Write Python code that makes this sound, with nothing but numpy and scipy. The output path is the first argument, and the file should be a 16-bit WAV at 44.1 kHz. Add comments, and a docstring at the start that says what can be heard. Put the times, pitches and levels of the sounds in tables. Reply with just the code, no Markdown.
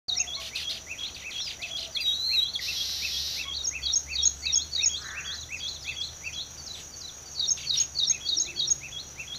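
"""A leafy tree, with faint rustle, a distant hum, crickets and a steady insect band throughout.
First a two-note bird starts up and low calls sound far off, while a weaver at its nest chatters.
The weaver whistles, then gives a long wheezy buzz, both sides of its syrinx pulsing into one throat.
A near songbird follows in almost pure tones; at five seconds a crow caws and a far songbird joins.
Late on, the chatter and the near song return. The foliage scatters the calls into short echoes."""
import sys
import numpy as np
from scipy import signal
from scipy.fft import rfft, irfft
from scipy.io import wavfile
from scipy.ndimage import uniform_filter1d, map_coordinates

SR = 44100
rng = np.random.default_rng(int(sys.argv[2]) if len(sys.argv) > 2 else 0)


def output_pcm(signal):
    """Save a mono or channel-first signal as 16-bit PCM at the path in sys.argv[1].

    Samples are clipped to [-1, 1] before scaling.
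    """
    pcm = np.clip(np.atleast_2d(signal).T, -1, 1) * 32767
    wavfile.write(sys.argv[1], SR, np.round(pcm).astype(np.int16))


N = 413658
T = np.arange(N) / SR


def amp(db):
    """Amplitude ratio: a factor of ten for every 20 dB."""
    return 10 ** (np.asarray(db) / 20)


def unit(x):
    """Normalisation to an rms of 1."""
    return x / np.sqrt(np.mean(x ** 2) + 1e-20)


def response(spectrum, hz):
    """Frequency response: the gain at hz, interpolated in dB over log frequency."""
    f, db = np.transpose(spectrum)
    return amp(np.interp(np.log(hz + 1), np.log(f), db))


def noise(spectrum, n):
    """Spectral shaping: white noise is filtered, then normalised."""
    gain = response(spectrum, np.fft.rfftfreq(n, 1 / SR))
    return unit(irfft(rfft(rng.standard_normal(n)) * gain, n))


def drift(n, hz):
    """Random modulation: a smooth curve of rms near 1, with rates up to about hz."""
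    knots = rng.standard_normal(2048)
    return map_coordinates(knots, [np.arange(n) * 2 * hz / SR], order=2, mode="wrap")


def phase(hz):
    """Phase as the time integral of frequency."""
    return 2 * np.pi * np.cumsum(hz) / SR


def trace(rows):
    """Linear interpolation of breakpoints: sample times, then a curve for each further column."""
    s, *columns = np.transpose(rows)
    t = np.arange(s.min(), s.max(), 1 / SR)
    return [t] + [np.interp(t, np.sort(s), c) for c in columns]


def add(mix, s, sound):
    """Superposition: the sound joins the mix at s seconds."""
    part = mix[max(round(s * SR), 0):][:len(sound)]
    part += sound[:len(part)]


def syrinx(hz, db, second_db, third_db, waver=0.0048, flutter_db=2.0):
    """Self-sustained oscillation: a tone and two overtones, unsteady in pitch and level."""
    n = len(hz)
    turn = phase(uniform_filter1d(hz, size=50) * (1 + waver * drift(n, 130.1)))
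    tone = np.sin(turn) + amp(second_db) * np.sin(2 * turn)
    tone += amp(third_db) * np.sin(3 * turn) * (hz < SR / 6)  # only where it cannot alias
    gain = amp(db + flutter_db * drift(n, 90.1))
    return np.sqrt(2) * tone * gain * signal.windows.tukey(n, min(1, 130 / n))


def note(s, contour, db, overtones_db=-42, pitch=1):
    """Frequency and amplitude modulation along a contour, as (start, sound)."""
    t, hz, level_db = trace(contour)
    return s + t[0], syrinx(hz * pitch, db + level_db, overtones_db, overtones_db)


def bowed_line(u, first_hz, last_hz, bow_hz):
    """A linear sweep over u from 0 to 1, bent by a parabola of height bow_hz."""
    return first_hz + (last_hz - first_hz) * u + bow_hz * (1 - (2 * u - 1) ** 2)


def glide(s, length, first_hz, last_hz, bow_hz, db, swell_db, overtones_db=-42):
    """A frequency sweep whose level changes by swell_db, as (start, sound)."""
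    u = np.linspace(0, 1, round(length * SR))
    hz = bowed_line(u, first_hz, last_hz, bow_hz)
    tone = syrinx(hz, db + swell_db * (u - .5), overtones_db, overtones_db)
    return s, tone * signal.windows.tukey(len(u), .46)


def add_phrase(mix, start_s, syllables, db):
    """Superposition of glides with a common time origin and gain."""
    for row in syllables:
        s, sound = glide(*row)
        add(mix, start_s + s, amp(db) * sound)


def harmonics(hz, throat, stop):
    """Source and filter: harmonics from the third up, in random phase, weighted by the throat."""
    turn = phase(hz)
    partials = (throat(k * hz) * np.cos(k * turn + rng.uniform(0, 2 * np.pi)) for k in range(3, stop))
    return unit(sum(partials))


def foliage(x, t60, delay_s=0.0045, echoes_per_s=3000):
    """Scattering by leaves and branches: random echoes that decay 60 dB in t60 seconds."""
    t = np.arange(SR // 2) / SR
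    taps = rng.standard_normal(len(t)) * (rng.random(len(t)) < echoes_per_s / SR)
    taps *= (t > delay_s) * amp(-60 * t / t60)
    return signal.oaconvolve(x, taps / np.linalg.norm(taps))[:N]


# The spectrum of outdoor air. Each row: frequency in Hz, relative level in dB.
AIR_SPECTRUM = [(20, -10), (45, -2), (90, -1.5), (140, -2), (200, -6.5), (450, -9), (750, -9),
                (1000, -13.5), (1400, -11.5), (2000, -17), (3000, -15.5), (5000, -15.5), (7500, -28.5),
                (10000, -33.5), (15500, -35)]

def air(db=-51):
    """Broadband ambient noise, strongest in the bass and slightly unsteady."""
    return noise(AIR_SPECTRUM, N) * amp(db + .5 * drift(N, 5.5))


# The course of the distant hum. Each row: time in seconds, pitch in Hz, level in dB.
HUM_CONTOUR = [(0, 72.73, -55.5), (1.5, 71.8, -58.5), (2.6, 71.9, -54), (3.3, 69.96, -53),
               (3.8, 70.15, -49.5), (4.4, 71.1, -47.5), (4.8, 71.8, -50.5), (5.1, 75.13, -52),
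               (6.2, 75.5, -54.5), (7.2, 74.8, -58.5), (7.8, 72.8, -55.5), (9.38, 72.35, -57)]

def hum():
    """A low fundamental and its octave waver under random modulation."""
    s, hz, db = np.transpose(HUM_CONTOUR)
    turn = phase(np.interp(T, s, hz) * (1 + 0.0346 * drift(N, 9)))
    gain = amp(np.interp(T, s, db) + 2.3 * drift(N, 7))
    return np.sqrt(2) * gain * (np.sin(turn) + amp(-16) * np.sin(2 * turn))


# Far rumbles. Each row: start and length in seconds, centre and width in Hz, level in dB.
RUMBLE_SWELLS = [(4.3, 3.1, 134, 24, -60), (7.1, 1.33, 145.8, 19.5, -56), (8.1, 1.57, 144, 17, -57),
                 (8.15, 0.75, 350, 47, -56)]

def rumbles():
    """Narrow bands of low noise swell and fade."""
    out = np.zeros(N)
    for s, length, hz, width, db in RUMBLE_SWELLS:
        n = round(length * SR)
        band = [(20, -50), (hz - 2 * width, -16), (hz, 0), (hz + 2 * width, -16), (hz * 4, -70)]
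        add(out, s, amp(db) * noise(band, n) * signal.windows.tukey(n, .7))
    return out


def leaf_rustle(db=-67, ticks_per_s=14):
    """Shot noise: each random tick of a leaf or dry grass is a quickly damped burst."""
    ticks = (rng.random(N) < ticks_per_s / SR) * rng.exponential(1, N)
    leaf = noise([(500, -4), (2000, 5.5), (6000, -9.5), (15000, -22)], 600)
    leaf *= np.exp(-np.arange(600) / 120)
    return amp(db) * unit(signal.oaconvolve(ticks, leaf)[:N])


# The spectrum of the insect chorus. Each row: frequency in Hz, relative level in dB.
INSECT_SPECTRUM = [(4000, -32), (5350, -24), (5650, -5), (5820, -6), (5890, 2.5), (5950, -10), (6100, -3.5),
                   (6300, -15.5), (6650, -8), (6850, -13), (7000, -12.5), (7150, -26), (7700, -31)]

def insect_band(db=-48, throb_hz=70, throb_db=1.5):
    """Incoherent summation: many insects merge into a throbbing band of noise."""
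    band = noise(INSECT_SPECTRUM, N)
    return amp(db) * unit(band * amp(throb_db * drift(N, throb_hz) + 0.81 * drift(N, 3.2)))


def insect_drone(hz=5900, db=-54, waver=0.00512, throb_hz=60, throb_db=3):
    """Random modulation broadens one tone into the ringing core of the insect band."""
    tone = np.sin(phase(hz * (1 + waver * drift(N, 110))))
    return amp(db) * unit(tone * amp(throb_db * drift(N, throb_hz)))


# The cricket's changing strength. Each row: time in seconds, level in dB.
CRICKET_LEVELS = [(0, -59), (3.4, -71), (4, -49.5), (5.6, -45), (6.1, -53), (6.9, -48), (8.6, -50.5),
                  (9.38, -51)]

def cricket(chirp_gap_s=.16, pulse_gap_s=.021):
    """Stridulation: each chirp is four tone pulses that sag in pitch."""
    out = np.zeros(N)
    pulse = [(0, 6700, -10), (.005, 6610, 1), (.015, 6530, 1), (.022, 6440, -10)]  # s, Hz, dB
    for s in np.arange(.08, T[-1], chirp_gap_s):
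        db = np.interp(s, *np.transpose(CRICKET_LEVELS))
        for k, (late, loud, sharp) in enumerate(rng.standard_normal((4, 3))):
            start_s = s + k * pulse_gap_s + .002 * late
            add(out, *note(start_s, pulse, db + 1.5 * loud, overtones_db=-25, pitch=1 + .006 * sharp))
    return out


# Far low calls. Each row: start and length in seconds, first pitch, last pitch and bow in Hz,
# source level in dB.
LOW_CALLS = [(.02, .47, 745, 645, 0, -53), (.6, .38, 675, 570, 10, -59), (1.52, .44, 640, 610, 62, -53)]

def low_calls(direct=0.58, scattered=0.48):
    """Multipath propagation: soft coos arrive partly direct, partly scattered by the trees."""
    out = np.zeros(N)
    for s, length, first_hz, last_hz, bow_hz, db in LOW_CALLS:
        u = np.linspace(0, 1, round(length * SR))
        coo = syrinx(bowed_line(u, first_hz, last_hz, bow_hz), db, -18, -25, waver=.04)
        add(out, s, coo * signal.windows.tukey(len(u), .4))
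    return direct * out + scattered * foliage(out, t60=0.3)


# Tiny high trills. Each row: start in seconds, level in dB.
HIGH_TRILLS = [(4.35, -64), (4.95, -62), (5.5, -65), (6.0, -61), (6.74, -59)]

def high_trills(centre_hz=7750, depth_hz=200, rate_hz=95):
    """Sinusoidal frequency modulation turns a brief tone into a trill."""
    out, t = np.zeros(N), np.arange(0, .08, 1 / SR)
    hz = centre_hz + depth_hz * np.sin(2 * np.pi * rate_hz * t)
    for s, db in HIGH_TRILLS:
        add(out, s, syrinx(hz, db, -55, -60))
    return out


# The far songbird's phrases. Each row: time in seconds, level in dB.
FAR_PHRASES = [(5.023, -45), (5.353, -42), (5.684, -40.5), (6.011, -43), (6.34, -44), (6.671, -41),
               (7.013, -42.5), (7.349, -44), (7.695, -42), (8.04, -43), (8.388, -40.5)]
# Its syllables: thin lead, high slip, sweep, hold, fall. Each row: offset and length in seconds,
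# first pitch, last pitch and bow in Hz, relative level and swell in dB.
FAR_SYLLABLES = [(-.1, 0.043, 4730, 4450, 30, -4, 11), (-.055, .034, 6510, 6200, 28, -5, 7),
                 (-.015, .031, 6520, 3760, -48, 1, 5), (0.014, .04, 4030, 3880, 37, 1, 17),
                 (0.058, .035, 4520, 3150, 0, 0.5, -1)]

def far_songbird():
    """Five downward frequency sweeps form a phrase, repeated three times a second."""
    out = np.zeros(N)
    for s, db in FAR_PHRASES:
        add_phrase(out, s, FAR_SYLLABLES, db)
    return out


# The crow's caw. Each row: time in seconds, pitch in Hz, level in dB, throat resonance in Hz.
CAW_CONTOUR = [(4.97, 198, -62, 1340), (5.03, 214, -47, 1570), (5.075, 230, -41.5, 1780),
               (5.15, 211.2, -40.5, 1710), (5.2, 195.4, -46, 1640), (5.3, 192, -47, 1690),
               (5.35, 179, -49, 1710), (5.39, 170.8, -68, 1603)]

def crow(width_hz=270, low_hz=1230, low_db=-9):
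    """Formant filtering: hoarse, uneven pulses pass a resonance that follows the beak and a low one."""
    t, hz, db, formant_hz = trace(CAW_CONTOUR)

    def throat(f):
        moving = 1 / (1 + ((f - formant_hz) / width_hz) ** 4)
        return moving + amp(low_db) / (1 + ((f - low_hz) / 170) ** 2)

    voice = harmonics(hz * (1 + .045 * drift(len(t), 140)), throat, stop=16)
    return t[0], amp(db) * unit(voice * amp(2.3 * drift(len(t), 79.5)))


# The two-note bird's runs. Each row: time of the first arch in seconds, phrase count, level in dB.
TWO_NOTE_RUNS = [(.208, 4, -38.5), (1.644, 2, -38), (2.341, 11, -38.5), (6.269, 1, -39.5), (8.144, 4, -42)]
# Its second note, a shelf and a climb. Each row: offset in seconds, pitch in Hz, relative level in dB.
RISE_CONTOUR = [(-.072, 2810, -15), (-.061, 3321, -2.5), (-.051, 3389, 3.5), (-.03, 3259, -3.5),
                (-.01, 3316, 6.5), (0, 3542, 1), (.018, 4177, 5), (.028, 4360, -1), (.036, 4210, -24)]

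def two_note_bird(period_s=.3555, rise_after_s=.129, foot_hz=1885, top_hz=2667.5):
    """Coupled pitch and level: an arch, loudest at its top, precedes a rising whistle."""
    out, up_s, down_s = np.zeros(N), .034, .024
    t = np.arange(-1.55 * up_s, 1.74 * down_s, 1 / SR)
    height = np.exp(-(t / np.where(t < 0, up_s, down_s)) ** 2)
    hz = foot_hz + (top_hz - foot_hz) * height
    arch_db = -17 + 21 * height
    for first_s, phrases, db in TWO_NOTE_RUNS:
        for s in first_s + period_s * np.arange(round(phrases)):
            arch_pitch, rise_pitch = 1 + 0.00505 * rng.standard_normal(2)
            arch = syrinx(hz * arch_pitch, db + arch_db, -42, -42, waver=0.0091, flutter_db=3)
            add(out, s + t[0], arch)
            add(out, *note(s + rise_after_s, RISE_CONTOUR, db, pitch=rise_pitch))
    return out


# The near songbird's phrases. Each row: time in seconds, opening level in dB, delay of the top note
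# in seconds, its level in dB, its pitch in Hz.
NEAR_PHRASES = [(.083, -27, 0.11, -24.5, 6500), (3.564, -32.5, .103, -25.5, 6490),
                (3.854, -27.5, 0.1, -23, 6480), (4.152, -27, 0.1, -21, 6490),
                (4.454, -28, 0.1, -19.5, 6570), (4.749, -26, 0.1071, -19.5, 6540),
                (7.393, -26, 0.11, -22, 6400), (7.693, -25, 0.1052, -21.5, 6550),
                (7.985, -23, .11, -22.5, 6500), (8.286, -25.5, 0.11, -24, 6560),
                (8.59, -26, 0.11, -23.5, 6590)]
# Its opening: lead, sweep, hold, two flicks. Each row: offset and length in seconds, first pitch,
# last pitch and bow in Hz, relative level and swell in dB.
OPENING_SYLLABLES = [(-.04, .038, 4600, 4290, 50, -11, 18), (-.001, .024, 4950, 3550, 20, .5, 4),
                     (.02, .04, 3830, 3620, 80, -1.5, 9), (.058, .009, 4200, 3600, -150, -3.5, 2),
                     (.067, .008, 4600, 3950, 0, -6, 0)]
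# Its downward step. Each row: time from the top note in seconds, pitch in Hz, relative level in dB.
STEP_CONTOUR = [(-.032, 5720, -20), (-.025, 5770, -8), (-.019, 5700, -2), (-.013, 5570, 1),
                (-.007, 5260, 2), (-.003, 4950, -14)]

def near_songbird(top_s=0.03, scoop_hz=754, scoop_s=0.0021, climb_hz=168):
    """Frequency sweeps lead to a bright top note, which drops onto its pitch and then creeps up."""
    out, t = np.zeros(N), np.arange(0, top_s, 1 / SR)
    bend_hz = scoop_hz * np.exp(-t / scoop_s) + climb_hz * (t / top_s - .5)
    for s, opening_db, leap_s, top_db, top_hz in NEAR_PHRASES:
        add_phrase(out, s, OPENING_SYLLABLES, opening_db)
        add(out, *note(s + leap_s, STEP_CONTOUR, top_db - 2.5))
        top = syrinx(top_hz + bend_hz, top_db, -43, -43, waver=0.011, flutter_db=2.4)
        add(out, s + leap_s, top * signal.windows.tukey(len(t), .31))
    return out


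# Slurs in the tree. Each row: start and length in seconds, first pitch, last pitch and bow in Hz,
# level, swell and relative overtone level in dB.
SLURS = [(1.373, 0.129, 5980, 4370, 170, -38.5, 5, -41), (1.915, 0.048, 4780, 4550, 20, -49, 7, -40),
         (1.998, 0.043, 4790, 4700, 1, -33.5, -2, -22), (1.999, .055, 4300, 3900, -64, -38.5, 2, -21),
         (2.32, 0.021, 7100, 4280, 0, -45, 9, -35), (2.572, 0.047, 4770, 4530, 40, -47, 2, -40),
         (2.59, 0.015, 2500, 2030, -300, -37.5, 0, -25)]
# The weaver's hooked notes. Each row: start in seconds, opening pitch in Hz, level in dB.
HOOKED_NOTES = [(1.943, 4270, -29.5), (2.531, 4400, -31.5), (3.413, 3850, -40)]
# Soft low peeps. Each row: start in seconds, level in dB.
LOW_PEEPS = [(.36, -47), (3.449, -46)]
# Twitters. Each row: time in seconds, level in dB.
TWITTER_TIMES = [(5.633, -48), (5.879, -43)]
# A twitter's zigzag. Each row: offset in seconds, pitch in Hz, relative level in dB.
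TWITTER_CONTOUR = [(-.07, 5250, -5), (-.052, 5150, 2.5), (-.034, 3650, -5), (-.016, 3200, 4), (0, 4750, -4),
                   (.012, 3300, 8), (.026, 4450, -5), (.038, 3500, 9), (.055, 3150, -14)]

def short_calls(hook_s=0.041, hook_end_hz=3310, turn_s=.021, fall_s=0.0057, peep_hz=1069):
    """Frequency modulation shapes the syrinx tone into slurs, hooks, peeps and twitters."""
    out, t = np.zeros(N), np.arange(0, hook_s, 1 / SR)
    for row in SLURS:
        add(out, *glide(*row))
    fall = (1 - np.tanh((t - turn_s) / fall_s)) / 2
    swell_db = 15 * (t / hook_s - .5)
    for s, first_hz, db in HOOKED_NOTES:
        hook = syrinx(hook_end_hz + (first_hz - hook_end_hz) * fall, db + swell_db, -30, -30)
        add(out, s, hook * signal.windows.tukey(len(t), .45))
    for s, db in LOW_PEEPS:
        add(out, *glide(s, 0.049, peep_hz, peep_hz, bow_hz=46, db=db, swell_db=0, overtones_db=1))
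    for s, db in TWITTER_TIMES:
        add(out, *note(s, TWITTER_CONTOUR, db, overtones_db=-27))
    return out


# The weaver's chatter. Each row: start and stroke spacing in seconds, level and opening accent in dB,
# pitch factor, relative rasp level in dB.
CHATTER_BURSTS = [(.4, .011, -44.5, 4, 0.89, -1), (.552, .0105, -40.5, 6.5, 0.99, -5),
                  (.695, .0105, -42, 7, 1.02, -6), (.995, .02, -44.5, 1, 0.79, -9),
                  (1.146, 0.014, -45.5, 6, 0.94, -10), (1.308, .017, -44, 4, 0.92, -15),
                  (1.452, .015, -42, 2, 0.9, -13.5), (1.617, .014, -44, 6, 0.96, -16),
                  (1.765, 0.013, -40.5, 0, 1.02, -11), (6.74, 0.012, -52, -1, .9, -2),
                  (7.567, .011, -43.5, 1.5, .85, -11), (7.738, .01, -43.5, 6.5, 1, -5.5)]
# The scratch in each stroke. Each row: frequency in Hz, relative level in dB.
RASP_SPECTRUM = [(900, -17), (2200, -6), (3200, 0.5), (5000, 1.5), (6500, -19), (8000, -16.5), (12000, -15),
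                 (15500, -25)]

def weaver_chatter(burst_s=.082, accent_s=0.016, stroke_s=0.029, lower_ratio=.66, beak_hz=2200):
    """Two-voice phonation: the lower side of the syrinx joins every second scratchy, falling stroke."""
    out, t = np.zeros(N), np.arange(0, stroke_s, 1 / SR)
    fall_hz = 5400 * np.exp(-t / .038)
    window = signal.windows.tukey(len(t), .3)
    for s, gap, db, accent_db, pitch, rasp_db in CHATTER_BURSTS:
        for k, age in enumerate(np.arange(0, burst_s, gap)):
            sharp, late, loud = rng.standard_normal(3) * (k > 0)
            hz = fall_hz * pitch * (1 + .07 * sharp) * (1 - 0.805 * age)  # the burst droops in pitch
            level_db = db + accent_db * np.exp(-age / accent_s) - 3.5 * t / stroke_s + 2 * loud
            upper = syrinx(hz, level_db, -22, -30, waver=.03, flutter_db=3)
            lower = syrinx(hz * lower_ratio, level_db - 3, -20, -24, waver=.025, flutter_db=3)
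            upper /= 1 + (beak_hz / hz) ** 8  # the small beak radiates low pitches poorly
            lower /= 1 + (beak_hz / (hz * lower_ratio)) ** 8
            rasp = amp(level_db + rasp_db) * noise(RASP_SPECTRUM, len(t))
            add(out, s - .002 + age + .25 * late * gap, window * (upper + rasp + lower * (k % 2)))
    return out


# The weaver's whistle. Each row: time in seconds, pitch in Hz, level in dB.
WHISTLE_CONTOUR = [(2.04, 3890, -38), (2.064, 3820, -25.5), (2.092, 3794, -23), (2.16, 3851, -36),
                   (2.268, 4150, -27.5), (2.348, 4143, -27), (2.378, 3820, -23.5), (2.398, 3805, -20),
                   (2.41, 3850, -28.5), (2.434, 3978, -23.5), (2.45, 3926, -35)]

def weaver_whistle(warble_hz=122, calm_hz=3840, warble_share=0.32, throb_db=2.4):
    """Modulation of pitch and level deepens as the whistle is pushed above its calm pitch."""
    t, hz, db = trace(WHISTLE_CONTOUR)
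    push_hz = np.maximum(hz - calm_hz, 0)
    warble = push_hz * np.sin(phase(warble_hz * (1 + .06 * drift(len(t), 40))))
    level_db = db + throb_db * warble / (push_hz.max() + 1)
    return t[0], syrinx(hz + warble_share * warble, level_db, -33.5, -29, waver=0.005, flutter_db=1.3)


# The pulsing of the buzz. Each row: time in seconds, pulse rate of the first voice in Hz.
BUZZ_PULSE_RATE = [(2.6, 240.4), (2.87, 226.6), (3.08, 236.1), (3.32, 231.2), (3.44, 217)]
# The response of the weaver's throat. Each row: frequency in Hz, relative gain in dB.
THROAT_RESPONSE = [(900, -48), (1800, -19.5), (2400, -18.5), (2900, -9), (3400, -9.5), (3950, 2.5),
                   (4350, -2.5), (4750, -4.5), (5700, -3), (6200, -14.5), (7200, -27), (10000, -33.5),
                   (12100, -17.5), (13400, -31), (15500, -38)]

def weaver_buzz(start_s=2.595, length_s=0.862, attack_s=0.028, release_s=0.087, db=-33.5):
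    """Biphonation: both sides of the syrinx drive one throat; the shakier smears the upper partials."""
    t = np.arange(0, length_s, 1 / SR)
    n, hz = len(t), np.interp(start_s + t, *np.transpose(BUZZ_PULSE_RATE))
    envelope = np.minimum(t / attack_s, 1) * np.minimum((length_s - t) / release_s, 1)
    first_hz = hz * (1 + .009 * drift(n, 120) + .004 * drift(n, 12))
    second_hz = hz * 0.93 * (1 + .016 * drift(n, 120) + .016 * drift(n, 12))
    first = harmonics(first_hz, lambda f: response(THROAT_RESPONSE, f), stop=66)
    high_passed = lambda f: response(THROAT_RESPONSE, f) / (1 + (3500 / f) ** 12)
    second = harmonics(second_hz, high_passed, stop=66)
    hiss = noise(THROAT_RESPONSE, n)
    voice = unit(first + amp(-3) * second + amp(-9) * hiss)
    return start_s, envelope * amp(db - 0.3 * drift(n, 58)) * voice


def scene():
    """Direct and scattered sound add: the farther the bird, the more arrives by way of the trees."""
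    weaver = weaver_chatter() + short_calls()
    far = far_songbird() + high_trills() + low_calls()
    add(weaver, *weaver_buzz())
    add(far, *crow())
    near, two_note = near_songbird(), two_note_bird()
    add(near, *weaver_whistle())
    out = weaver + amp(-6.5) * foliage(weaver, t60=0.18)
    out += near + amp(-11) * foliage(near, t60=0.25)
    out += two_note + amp(-5) * foliage(two_note, t60=0.12)
    out += amp(-13.5) * foliage(two_note, t60=0.36, delay_s=0.041)
    out += far + amp(-6.5) * foliage(far, t60=0.3)
    out += insect_band() + cricket() + insect_drone()
    return (out + air() + hum() + leaf_rustle() + rumbles())[None]


def record(dry):
    """Gating and band limiting: the sound opens after a moment and passes a steep low-pass filter."""
    start_s, cutoff_hz = .081, 15550
    opened = dry * np.clip((T - start_s) * 500, 0, 1)
    low_pass = signal.firwin(511, cutoff_hz, window=("kaiser", 9), fs=SR)
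    return signal.oaconvolve(opened, low_pass[None], "same")


dry = scene()
out = record(dry)
output_pcm(out)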